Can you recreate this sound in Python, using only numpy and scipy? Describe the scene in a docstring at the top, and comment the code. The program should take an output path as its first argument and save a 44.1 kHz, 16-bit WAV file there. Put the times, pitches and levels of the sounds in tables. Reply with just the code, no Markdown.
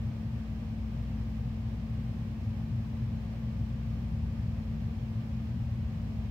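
"""A deep duct boom fills a large steel-roofed hall, under a smooth hiss of vents and microphone self-noise.
The boom and the hiss are shaped noise; the deepest boom wavers by chance, as narrow noise does.
Two motors, steady sines, beat slowly; a mains hum carries a turning shaft's side tones, beside a thin whine.
A pair of microphones close together hears the bass alike and the hiss apart."""
import sys
import numpy as np
from scipy import signal
from scipy.fft import rfft, irfft, next_fast_len
from scipy.io import wavfile
from scipy.ndimage import uniform_filter1d

SR = 44100
rng = np.random.default_rng(int(sys.argv[2]) if len(sys.argv) > 2 else 0)


def bounce(signal):
    """Save signal as a 16-bit WAV file at the path given by the first command-line argument."""
    frames = np.transpose(np.atleast_2d(signal))
    limited = np.clip(frames, -1, 1)
    pcm = np.round(limited * 32767).astype(np.int16)
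    wavfile.write(sys.argv[1], SR, pcm)


def how_loud(loudness_db):
    """Turn decibels into a plain amplitude multiplier (0 dB gives 1, 20 dB gives 10)."""
    steps = np.asarray(loudness_db, float) / 20
    return 10 ** steps


N = 277830  # samples, 6.3 s


def read_table(points, hz):
    """Value of a table at hz, straight lines on a log-frequency axis."""
    table_hz, value = np.transpose(points)
    return np.interp(np.log(hz + 1), np.log(table_hz + 1), value)


def unit_rms(x):
    """Scales to rms 1."""
    return x / np.sqrt(np.mean(x ** 2) + 1e-20)


def tone(hz, level_db, crest_s):
    """A steady sine of the given rms level at each microphone, with a crest at crest_s."""
    t = np.arange(N) / SR
    gain = np.sqrt(2) * how_loud(np.reshape(level_db, (-1, 1)))
    return gain * np.cos(2 * np.pi * hz * (t - crest_s))


# room and duct modes and nulls; the rows above 8 kHz shape microphone self-noise:
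# center_hz, width_hz, lift_db (over the noise)
MODES_AND_NULLS = [(84.6, 13.6, 6), (90.5, 9.1, -8), (96.9, 5.3, 3.5), (125.9, 19, 4), (134, 5.5, -8.5),
                   (152.6, 2.9, 5.5), (197.6, 13.3, -8.5), (283, 6, -2.5), (297, 7.2, 6.5), (340, 12, -4.5),
                   (351.6, 8.9, 7), (391, 22, -1.5), (468, 14, 4), (547, 6.5, 6), (558, 6.9, 2),
                   (1212, 9.3, 6.5), (1237, 5.7, 4.5), (1270, 8.9, -1.5), (1370, 10, 1.5), (2970, 350, 0.5),
                   (4170, 130, 3), (10800, 1200, -2), (5230, 1000, 2.5), (9400, 400, 0), (12500, 1000, 2.5)]
# how alike the two microphones hear the noise: freq_hz, likeness (1 = the same, 0 = unrelated)
LIKENESS = [(60, 0.97), (130, 1), (290, 0.95), (640, 0.53), (1410, 0.063), (3100, -0.084), (15000, -0.034)]
# tilt of the stereo picture: freq_hz, left_over_right_db
LEFT_LEAN = [(60, 1.5), (95, 1), (150, 2.5), (240, 1.5), (380, -1.5), (600, -0.5), (950, 1.0), (1500, -1.5),
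             (2380, -2.5), (3770, -2), (5980, -1), (9470, 2), (15000, -2.5)]


def paired_noise(spectrum):
    """Noise at the microphone pair: shaped by peaks and nulls, alike on both sides only in the bass."""
    size = next_fast_len(N)
    hz = np.fft.rfftfreq(size, 1 / SR)
    a, b, c, d = rng.standard_normal((len(hz), 4)).T
    left = a + 1j * b
    unrelated = c + 1j * d
    likeness = np.clip(read_table(LIKENESS, hz), -1, 1)
    right = likeness * left + np.sqrt(1 - likeness ** 2) * unrelated
    lifts_db = sum(lift_db / (1 + (2 * (hz - center_hz) / width_hz) ** 2)
                   for center_hz, width_hz, lift_db in MODES_AND_NULLS)
    lean_db = np.outer([.5, -.5], read_table(LEFT_LEAN, hz))
    gain = how_loud(read_table(spectrum, hz) + lifts_db + lean_db)
    noise = irfft(np.array([left, right]) * gain, size)[:, :N]
    return unit_rms(noise)


# colour of the hiss: freq_hz, density_db (per Hz, relative)
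AIR_SPECTRUM = [(180, -39), (300, -14.5), (391, -6.5), (563, -7), (611, -6.5), (710, -7.5), (1190, -14.5),
                (1400, -18), (1550, -15.5), (2710, -17.5), (3660, -23.5), (5440, -28.5), (10200, -39.5),
                (12500, -37), (15700, -37)]
# rms depth of a fine fixed ripple on the hiss: freq_hz, depth_db
RIPPLE_DEPTH = [(1500, 1.4), (4000, .8), (13000, .7), (15000, .3)]
RIPPLE_SMOOTHING_HZ = 12
AIR_LEVEL_DB, DRIFT_RMS_DB = -54.5, 0.25


def air():
    """Smooth hiss, drifting slightly, finely rippled: vents, with microphone self-noise above about 8 kHz."""
    size = next_fast_len(N)
    bins = round(RIPPLE_SMOOTHING_HZ * size / SR)
    # the ripple stands for the many upper hall modes
    ripple = rng.standard_normal((size // 2 + 1, 2)).T
    for _ in range(2):
        ripple = uniform_filter1d(ripple, bins)
    ripple_db = read_table(RIPPLE_DEPTH, np.fft.rfftfreq(size, 1 / SR)) * unit_rms(ripple)
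    hiss = irfft(rfft(paired_noise(AIR_SPECTRUM), size) * how_loud(ripple_db), size)[:, :N]
    t = np.arange(N) / SR
    # slow sines from 1 to 8 Hz, together one wandering level
    drift = unit_rms(sum(np.sin(2 * np.pi * (f * t + rng.random())) for f in np.geomspace(1, 8, 12)))
    return how_loud(AIR_LEVEL_DB + DRIFT_RMS_DB * drift) * unit_rms(hiss)


MAINS_HUM_HZ, SHAFT_HZ = 120.011, 18.82
# mains hum and its shaft side tones: mains_multiple, shaft_multiple
HUM_ORDERS = [(1, 0), (2, -1), (2, 0), (2, 1), (2, 2), (3, 0), (54, 0), (55, 0), (56, 0)]
# rms levels of those tones, row by row: left_db, right_db
HUM_LEVELS = [(-43, -44), (-41, -44), (-54, -62.5), (-58.5, -64.5), (-70, -79), (-84, -78.5), (-103, -107),
              (-103, -99), (-102, -106)]
WHINE_HZ, WHINE_DB = 1168.34, (-80, -76.7)  # levels left, right


def hum():
    """Mains multiples, the shaft's side tones around the second, and one thin whine."""
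    lines = [(mains * MAINS_HUM_HZ + shaft * SHAFT_HZ, level_db)
             for (mains, shaft), level_db in zip(HUM_ORDERS, HUM_LEVELS)]
    lines.append((WHINE_HZ, WHINE_DB))
    return sum(tone(hz, level_db, rng.random()) for hz, level_db in lines)


# hum of each motor: pitch_hz, one per motor
MOTORS_HZ = (59.31, 58.94)
MOTORS_DB = (-41.5, -50)  # rms, midway between the microphones
IN_STEP_S = 1.35  # a moment when both motors push together


def motors():
    """Two motors a little out of step: one hum that beats every few seconds."""
    lean_db = np.array([.5, -.5]) * read_table(LEFT_LEAN, MOTORS_HZ[0])
    return sum(tone(hz, level_db + lean_db, IN_STEP_S) for hz, level_db in zip(MOTORS_HZ, MOTORS_DB))


# duct rumble before the room shapes it: freq_hz, density_db (per Hz, relative)
RUMBLE_SPECTRUM = [(15, -35), (30, -28), (45, -17), (60, -10), (75, -6), (110, -1.5), (140, -10), (190, -9),
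                   (230, -13.5), (280, -26.5), (340, -30.5), (500, -65)]
# chance wavering of the deep noise: time_s, gain_db
DEEP_WAVER = [(0, -35), (.4, -40), (1, -35), (2.2, -37.5), (2.8, -34.5), (3.3, -37.5), (4.5, -33),
              (5.2, -37.5), (5.6, -32.5), (6.3, -34.5)]
WAVER_TOP_HZ, UPPER_GAIN_DB = 145, -36  # where the wavering ends, and the steady gain above it


def rumble():
    """Turbulent low boom of the ducts with nothing in the treble; its deepest part wavers by chance."""
    boom = paired_noise(RUMBLE_SPECTRUM + [(1000, -200)])  # silent from 1 kHz up
    lowpass = signal.butter(4, WAVER_TOP_HZ, fs=SR, output="sos")
    deep = signal.sosfiltfilt(lowpass, boom)
    upper = boom - deep
    time_s, gain_db = np.transpose(DEEP_WAVER)
    waver = how_loud(np.interp(np.arange(N) / SR, time_s, gain_db))
    return waver * deep + how_loud(UPPER_GAIN_DB) * upper


def scene():
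    """All of the ventilation at once, as the microphone pair gives it."""
    return rumble() + air() + motors() + hum()


def top_cut(x):
    """Nothing passes above the cut-off."""
    return signal.sosfilt(signal.butter(12, 15880, fs=SR, output="sos"), x)


def record(dry):
    """The recorder: a steep treble limit and a small steady offset of the converter."""
    band = signal.firwin(1023, 15745, window=("kaiser", 8), fs=SR)  # low-pass, edge in Hz
    mix = signal.oaconvolve(dry, band[None], "same") - 0.0006
    return top_cut(mix)


dry = scene()
out = record(dry)
bounce(out)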